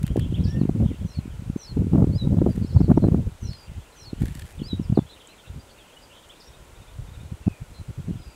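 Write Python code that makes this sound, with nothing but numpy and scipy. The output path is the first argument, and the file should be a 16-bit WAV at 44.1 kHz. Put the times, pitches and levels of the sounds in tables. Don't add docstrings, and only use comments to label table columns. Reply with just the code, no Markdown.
import sys
import numpy as np
from scipy import signal
from scipy.fft import rfft, irfft, next_fast_len
from scipy.io import wavfile
from scipy.ndimage import uniform_filter1d, map_coordinates

SR = 44100
rng = np.random.default_rng(int(sys.argv[2]) if len(sys.argv) > 2 else 0)


def pcm_store(signal):
    levels = np.round(np.clip(np.atleast_2d(signal), -1, 1) * 32767)
    wavfile.write(sys.argv[1], SR, levels.astype(np.int16).T)


N = 368235


def amp(db):
    return 10 ** (np.asarray(db) / 20)


def unit(x):
    return x / np.sqrt(np.mean(x ** 2) + 1e-20)


def wobble(rate, size=N):
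    knots = rng.standard_normal(int(size * rate / SR) + 4)
    return map_coordinates(knots, [np.arange(size) * rate / SR])


def filtered(x, response):
    size = next_fast_len(N + SR // 2)
    return irfft(rfft(x, size) * response(np.fft.rfftfreq(size, 1 / SR)), size)[:N]


def coloured(x, spectrum):
    points_hz, db = np.transpose(spectrum)
    return filtered(x, lambda hz: amp(np.interp(np.log(hz + 1), np.log(points_hz), db)))


def add(track, s, sound):
    part = track[max(round(s * SR), 0):][:len(sound)]
    part += sound[:len(part)]


def tone(hz):
    return np.sin(2 * np.pi * np.cumsum(hz) / SR)


def arch(u, order):
    return np.abs(np.sin(np.pi * u)) ** order


def swells(rows, rise_s, fall_s):
    t, power = np.arange(N) / SR, np.zeros(N)
    for s, length, db in rows:
        fade = np.maximum(s - t, 0) / rise_s + np.maximum(t - s - length, 0) / fall_s
        power += (amp(db) * np.exp(-fade)) ** 2
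    return np.sqrt(power)


# (frequency [Hz], gain [dB])
AIR_SPECTRUM = [(20, -5), (64, 2), (150, -3), (560, -0.5), (680, -4.5), (1000, -4), (1200, -9), (1400, -5),
                (1600, -10), (2500, -11), (3600, -14), (5200, -18), (7900, -15), (15500, -27.5)]
def air(level_db=-52.5):
    return amp(level_db) * unit(coloured(rng.standard_normal(N), AIR_SPECTRUM))


# (time [s], length [s], level [dB])
SONG_BOUTS = [(0, 0.63, -59), (.8, 0.21, -61), (1.15, 0.17, -62.5), (3.45, 1.5, -65), (5.07, 0.42, -59),
              (5.7, .27, -61.5), (6.1, 0.15, -60.5), (8.08, 0.3, -65)]
def chatter(centre_hz=3050, spread=0.15, slide=0.1125, rasp_hz=220, edge_s=0.02, between_db=-70,
            count=220):
    out, u = np.zeros(N), np.linspace(0, 1, SR // 20)
    for s, (height, slope) in zip(np.linspace(0, N / SR, count), rng.standard_normal((count, 2))):
        glide_hz = centre_hz * np.exp(spread * height + slide * slope * (u - .5))
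        hz = glide_hz + rasp_hz * wobble(396.7, len(u))
        add(out, s + rng.uniform(0, .04), arch(u, order=1) * tone(hz))
    return np.hypot(swells(SONG_BOUTS, edge_s, edge_s), amp(between_db)) * unit(out)


GUST_RISE_S, GUST_FALL_S, CALM_DB = .016, .028, -60
# (frequency [Hz], gain [dB])
RUMBLE_SPECTRUM = [(15, -19), (60, 1), (110, 2.5), (175, -1.5), (250, -12), (350, -21.5), (500, -24.5),
                   (800, -55), (1300, -68)]
# (time [s], length [s], level [dB])
MIC_GUSTS = [(0.02, 0.57, -26), (.6, .31, -22), (1.02, 0.033, -26.5), (1.18, 0.34, -33.5), (1.73, 1.0, -25),
             (1.92, 0.12, -19), (2.26, .22, -20.5), (2.75, 0.39, -18), (3.18, 0.097, -26.5),
             (3.43, 0.072, -30), (3.69, 0.095, -39), (4.04, 0.4, -40.5), (4.22, 0.036, -24),
             (4.6, 0.043, -26.5), (4.73, 0.29, -33), (5.5, 0.083, -36.5), (6.5, 0.48, -52.5),
             (6.97, .28, -41), (8.07, 0.082, -28)]
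def wind(level_db=0.5, moderate_db=-22.5, hurry=.24, puff_db=10.5, flutter_start_s=7.33,
         flutter_gap_s=.095, flutter_s=.02, flutter_db=-33, flutter_edge_s=.008, count=11):
    puffs_db = puff_db * np.tanh(.5 * wobble(32) + .3 * wobble(110))
    flutter = [(flutter_start_s + k * flutter_gap_s - flutter_s / 2, flutter_s, flutter_db)
               for k in range(count)]
    gusts = swells(MIC_GUSTS, GUST_RISE_S, GUST_FALL_S)
    force = np.hypot(gusts, swells(flutter, flutter_edge_s, flutter_edge_s))
    force_db = 20 * np.log10(force + amp(CALM_DB))
    speed = amp(hurry * (force_db + puffs_db - moderate_db))
    eddies = unit(coloured(rng.standard_normal(N), RUMBLE_SPECTRUM))
    pressure = map_coordinates(eddies, [np.cumsum(speed)], mode="mirror")
    return amp(force_db + level_db) * unit(amp(puffs_db)) * pressure


def eddy(db, hz, phase, order=3, pitch_scale=0.86):
    t = np.arange(-SR // 30, SR // 30) / SR
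    swing = np.hanning(len(t)) * (1 - 2j * np.pi * hz * t * pitch_scale / (order + 1)) ** -(order + 2)
    return amp(db) * np.real(swing * np.exp(1j * phase))


# (time [s], level [dB], frequency before pitch_scale [Hz])
STRONG_EDDIES = [(0.042, -6.5, 133), (0.161, -10.5, 400), (0.177, -8.5, 280), (0.457, -9, 138),
                 (0.616, -5.5, 202), (0.655, -10.5, 230), (0.695, -7.5, 240), (0.753, -12, 145),
                 (0.862, -7.5, 133), (1.19, -13.5, 149), (1.501, -13.5, 165), (1.563, -13, 233),
                 (1.772, -11, 230.7), (1.821, -11.5, 240), (1.935, -6.5, 207), (1.952, -5, 221.9),
                 (2.023, -7, 273), (2.044, -8, 240), (2.274, -8, 169), (2.387, -5.5, 148), (2.418, -6, 297),
                 (2.465, -7.5, 310), (2.773, -4.5, 113), (2.807, -5.5, 216), (2.917, 0, 203),
                 (2.977, -2, 270), (3.042, -8, 324), (3.086, -5, 225), (4.133, -17.5, 238),
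                 (4.22, -10.5, 161), (4.733, -12.5, 202), (4.799, -12, 200), (4.901, -10, 138),
                 (4.926, -7, 148), (4.977, -2.5, 294), (4.991, -4.5, 203), (7.323, -20.5, 131),
                 (7.47, -10.5, 140), (7.48, -6, 191), (8.111, -17.5, 190)]
def buffets(lesser_db=8, scatter_db=3, lesser_hz=175, hz_per_db=3.0, moderate_db=-26.0, count=125):
    out, lesser = np.zeros(N), []
    gust_db = 20 * np.log10(swells(MIC_GUSTS, GUST_RISE_S, GUST_FALL_S) + amp(CALM_DB))
    times = (np.arange(count) + rng.random(count)) * (N - 1) / count / SR
    for s, (strength, height) in zip(times, np.clip(rng.standard_normal((count, 2)), -2, 1)):
        db = gust_db[int(s * SR)]
        hz = (lesser_hz + hz_per_db * (db - moderate_db)) * np.exp(0.32 * height)
        lesser.append((s, db + lesser_db + scatter_db * strength, hz))
    for s, db, hz in lesser + list(STRONG_EDDIES):
        swing = eddy(db, hz, rng.uniform(0, 2 * np.pi))
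        add(out, s - len(swing) / SR / 2, swing)
    return out


# (frequency [Hz], gain [dB])
RASP_SPECTRUM = [(350, -2.5), (700, 1.5), (1150, -9.5), (1600, -22.5), (2200, -31), (3000, -59)]
def port(pressure, rasp_db=-46):
    rush = np.abs(uniform_filter1d(np.gradient(pressure) ** 2, size=SR // 130))
    return pressure + amp(rasp_db) * unit(coloured(rush * rng.standard_normal(N), RASP_SPECTRUM))


# (time [s], level [dB])
GRIP_TICKS = [(0.03, -26), (.066, -30), (.078, -34), (.167, -32), (.195, -29), (3.532, -43.5), (4.22, -31),
              (4.256, -30), (4.282, -34), (4.351, -31), (4.395, -32), (4.42, -42)]
# (time [s], length [s], level [dB])
GRIP_RUBS = [(2.5, .1, -56.5), (4.21, 0.315, -53)]
# (frequency [Hz], gain [dB])
SNAP_SPECTRUM = [(1000, -16), (4000, -21), (7500, 0.5), (11500, -2.5), (15500, -12)]
# (frequency [Hz], width [Hz], gain [dB])
CASE_MODES = [(1790, 380, 13.5), (3520, 1070, 9.5), (4200, 1300, 7.5)]
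def handling(tick_db=-5, knock_db=-38, t60=0.019, slips_per_s=600, slip_knock=0.66, rub_edge_s=.03):
    def case(hz):
        return sum((-1) ** k * amp(db) * 1j * hz * width / (centre ** 2 - hz ** 2 + 1j * hz * width)
                   for k, (centre, width, db) in enumerate(CASE_MODES))

    snaps, knocks, t = np.zeros(N), np.zeros(N), np.arange(SR // 50) / SR
    for s, db in GRIP_TICKS:
        burst = amp(-60 * t / t60) * rng.standard_normal(len(t))
        add(snaps, s, amp(db + tick_db) * burst)
        add(knocks, s, amp(knock_db) * burst)
    grains = unit((rng.random(N) < slips_per_s / SR) * rng.standard_normal(N))
    slips = swells(GRIP_RUBS, rub_edge_s, rub_edge_s) * grains
    return coloured(snaps + slips, SNAP_SPECTRUM) + filtered(knocks + slip_knock * slips, case)


# (offset [s], length [s], start [Hz], end [Hz], relative level [dB], beat rate [Hz], swing [Hz])
FLOURISH_NOTES = [(0, .073, 3250, 3280, 2.5, 96, 184), (0.153, 0.02, 2950, 3600, 10, 130, 60),
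                  (0.165, .035, 3230, 2510, 0.5, 78, 328), (0.203, .032, 3230, 4150, -4, 116, 250),
                  (0.25, .027, 5400, 4340, 5, 170, 300), (0.268, .042, 4740, 5450, 0, 110, 620),
                  (0.311, 0.026, 5550, 5590, 2.5, 130, 80)]
# (time [s], level [dB], time stretch [ratio])
FLOURISH_CALLS = [(.187, -46, 1.0), (6.128, -51, 1.08)]
def flourishes():
    return trills([(s + stretch * at, stretch * length, start, end, db + note_db, rate, swing)
                   for s, db, stretch in FLOURISH_CALLS
                   for at, length, start, end, note_db, rate, swing in FLOURISH_NOTES])


# (time [s], length [s], start [Hz], middle [Hz], end [Hz], level [dB])
FAR_WHISTLES = [(.44, 0.19, 1580, 1795, 1810, -51), (.59, 0.054, 4670, 4130, 3400, -54),
                (2.496, .04, 4800, 4720, 4430, -54), (2.964, 0.017, 5364, 5700, 5930, -56),
                (4.824, 0.045, 5854, 5000, 4544, -55), (4.947, 0.077, 5100, 3600, 3670, -50.5),
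                (5.091, 0.03, 3920, 4030, 4270, -47), (5.275, 0.053, 3530, 4020, 4210, -53),
                (5.595, 0.026, 4740, 4750, 5000, -53.5), (5.784, 0.055, 3850, 3300, 3060, -52),
                (5.962, .019, 2780, 2940, 2980, -48.5)]
def whistles(notes, level_db=-0.5, waver=0.004, flutter_db=2.0, effort_db=3):
    out = np.zeros(N)
    for s, length, start, middle, end, db in notes:
        u = np.linspace(0, 1, int(length * SR))
        bend_hz = np.polyval(np.polyfit([0, .5, 1], [start, middle, end], 2), u)
        hz = bend_hz * (1 + waver * wobble(443, len(u)))
        effort = effort_db * np.sign(end - start) * (2 * u - 1)
        gain = amp(db + level_db + effort + flutter_db * wobble(168, len(u)))
        add(out, s, gain * arch(u, order=.5) * tone(hz))
    return out


# (time [s], length [s], start [Hz], end [Hz], level [dB], beat rate [Hz], swing [Hz])
FAR_TRILLS = [(.81, .18, 3350, 3150, -55, 51, 416), (3.008, .07, 4200, 4030, -51.5, 110, 100),
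              (3.513, .155, 5100, 4605, -49, 61, 90), (4.582, 0.055, 3350, 2928, -46, 39, 293),
              (5.123, 0.027, 3850, 3730, -45, 130, 204), (6.019, 0.038, 4870, 4770, -50, 79, 198.4),
              (7.42, .175, 2705, 2365, -51, 30, 50), (7.738, 0.074, 4150, 4033, -50, 150, 100),
              (8.185, 0.17, 5040, 4690, -54.5, 46, 70.1)]
def trills(notes, pulsing=0.69, unevenness=0.117, rough_hz=55):
    out = np.zeros(N)
    for s, length, start, end, db, rate, swing in notes:
        u = np.linspace(0, 1, int(length * SR))
        beat = 2 * np.pi * (u * length * rate + unevenness * wobble(44.0, len(u)))
        hz = start + (end - start) * u + swing * np.sin(beat) + rough_hz * wobble(492, len(u))
        pulse = 1 - pulsing * (1 + np.cos(beat)) / 2
        add(out, s, amp(db) * arch(u, order=.5) * pulse * tone(hz))
    return out


# (time [s], slide level [dB], closing note level [dB])
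SLUR_CALLS = [(1.04, -52, -45.5), (1.566, -41.5, -42), (3.403, -43, -42.5), (3.948, -45, -42.5)]
def slurs(slide_s=0.11, slide_hz=(6480, 4780), grow_db=17, gap_db=-14, rough_hz=55,
          beat_rate=59, first_flick_s=.049, flick_hz=600,
          low_hz=4120, low_rise_hz=300, low_db=-3, close_s=0.057, close_hz=(4520, 4140)):
    out, t = np.zeros(N), np.arange(int(slide_s * SR)) / SR
    u, v = t / slide_s, np.linspace(0, 1, int(close_s * SR))
    beat = (t - first_flick_s) * beat_rate
    flick = ((beat > 0) & (beat < 4)) * np.exp(-(beat % 1) / .25)
    low_beat = beat + .7
    low_turn = ((low_beat > 0) & (low_beat < 4)) * arch(low_beat, order=2)
    swell_db = grow_db * np.minimum(t / first_flick_s - 1, 0)
    swell = amp(swell_db + gap_db * low_turn ** 2) * arch(u, order=.25)
    for s, db, close_db in SLUR_CALLS:
        upper_hz = np.interp(u, [0, 1], slide_hz) + flick_hz * flick + rough_hz * wobble(507, len(t))
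        upper = amp(db) * swell * tone(upper_hz)
        lower = amp(close_db + low_db) * u * low_turn * tone(low_hz + low_rise_hz * (low_beat % 1 - .5))
        add(out, s, amp(wobble(103, len(t))) * (upper + lower))
        fall_hz = np.interp(v ** 0.76, [0, 1], close_hz) + rough_hz * wobble(507, len(v))
        closing = amp(close_db) * (1 - v / 2) * arch(v, order=.3) * tone(fall_hz)
        add(out, s + slide_s - .004, closing)
    return out


# (offset [s], length [s], start [Hz], middle [Hz], end [Hz], relative level [dB])
SEESAW_NOTES = [(0, 0.066, 4160, 4780, 5250, -7.5), (0.056, 0.079, 4090, 3896, 3770, -1)]
# (time [s], level [dB])
SEESAW_CALLS = [(2.122, -38.5), (4.625, -36.5)]
def seesaws():
    return whistles([(s + at, length, start, middle, end, db + note_db)
                     for s, db in SEESAW_CALLS
                     for at, length, start, middle, end, note_db in SEESAW_NOTES])


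def twitter(start_s=2.619, gap_s=.066, level_db=-50.5, count=4,
            buzz_s=0.055, buzz_hz=(4620, 4130), beat_rate=190, swing_hz=280,
            flick_s=0.023, flick_hz=(4940, 5245, 5550), flick_db=-3):
    starts = start_s + gap_s * np.arange(count)
    buzzes = [(s, buzz_s, *buzz_hz, level_db, beat_rate, swing_hz) for s in starts]
    flicks = [(s - flick_s, flick_s, *flick_hz, level_db + flick_db) for s in starts[1:]]
    return trills(buzzes) + whistles(flicks)


# (time [s], level [dB])
NEAR_CHIPS = [(5.272, -44.5), (6.289, -47.5)]
def chips(length_s=0.0044, drop_hz=(9050, 7525, 6000)):
    return whistles([(s, length_s, *drop_hz, db) for s, db in NEAR_CHIPS])


# (time [s], level [dB])
FAR_PIP_RUNS = [(6.40, -57.5), (6.745, -57), (7.065, -56.5)]
def pips(gap_s=.062, length_s=0.04, high_hz=3630, low_hz=2450, low_db=-6, grow_db=1.0, count=3):
    out, u = np.zeros(N), np.linspace(0, 1, int(length_s * SR))
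    for s, db in FAR_PIP_RUNS:
        for k, (height, strength) in enumerate(rng.standard_normal((count, 2))):
            waver = 1 + .015 * height + .035 * wobble(400, len(u))
            voices = tone(high_hz * waver) + amp(low_db) * tone(low_hz * waver)
            add(out, s + k * gap_s, amp(db + grow_db * k + strength) * arch(u, order=1) * voices)
    return out


def reeds(x, t60=0.24, build_s=0.0059):
    t = np.arange(SR // 2) / SR
    tail = rng.standard_normal(len(t)) * amp(-60 * t / t60) * (1 - np.exp(-t / build_s))
    return signal.fftconvolve(x, tail / np.linalg.norm(tail))[:N]


def scene(near_echo_db=-15, far_echo_db=-8.5):
    near = slurs() + seesaws() + chips()
    far = whistles(FAR_WHISTLES) + trills(FAR_TRILLS) + flourishes() + twitter() + pips() + chatter()
    birds = near + far + amp(near_echo_db) * reeds(near) + amp(far_echo_db) * reeds(far)
    return (birds + port(wind() + buffets()) + handling() + air())[None]


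def record(dry, low_cut_hz=14, ceiling=.97, top_hz=15750):
    x = filtered(dry[0], lambda hz: hz ** 2 / (hz ** 2 + low_cut_hz ** 2))
    rounded = x / (1 + (x / ceiling) ** 6) ** (1 / 6)
    return filtered(rounded, lambda hz: hz < top_hz)[None]


dry = scene()
out = record(dry)
pcm_store(out)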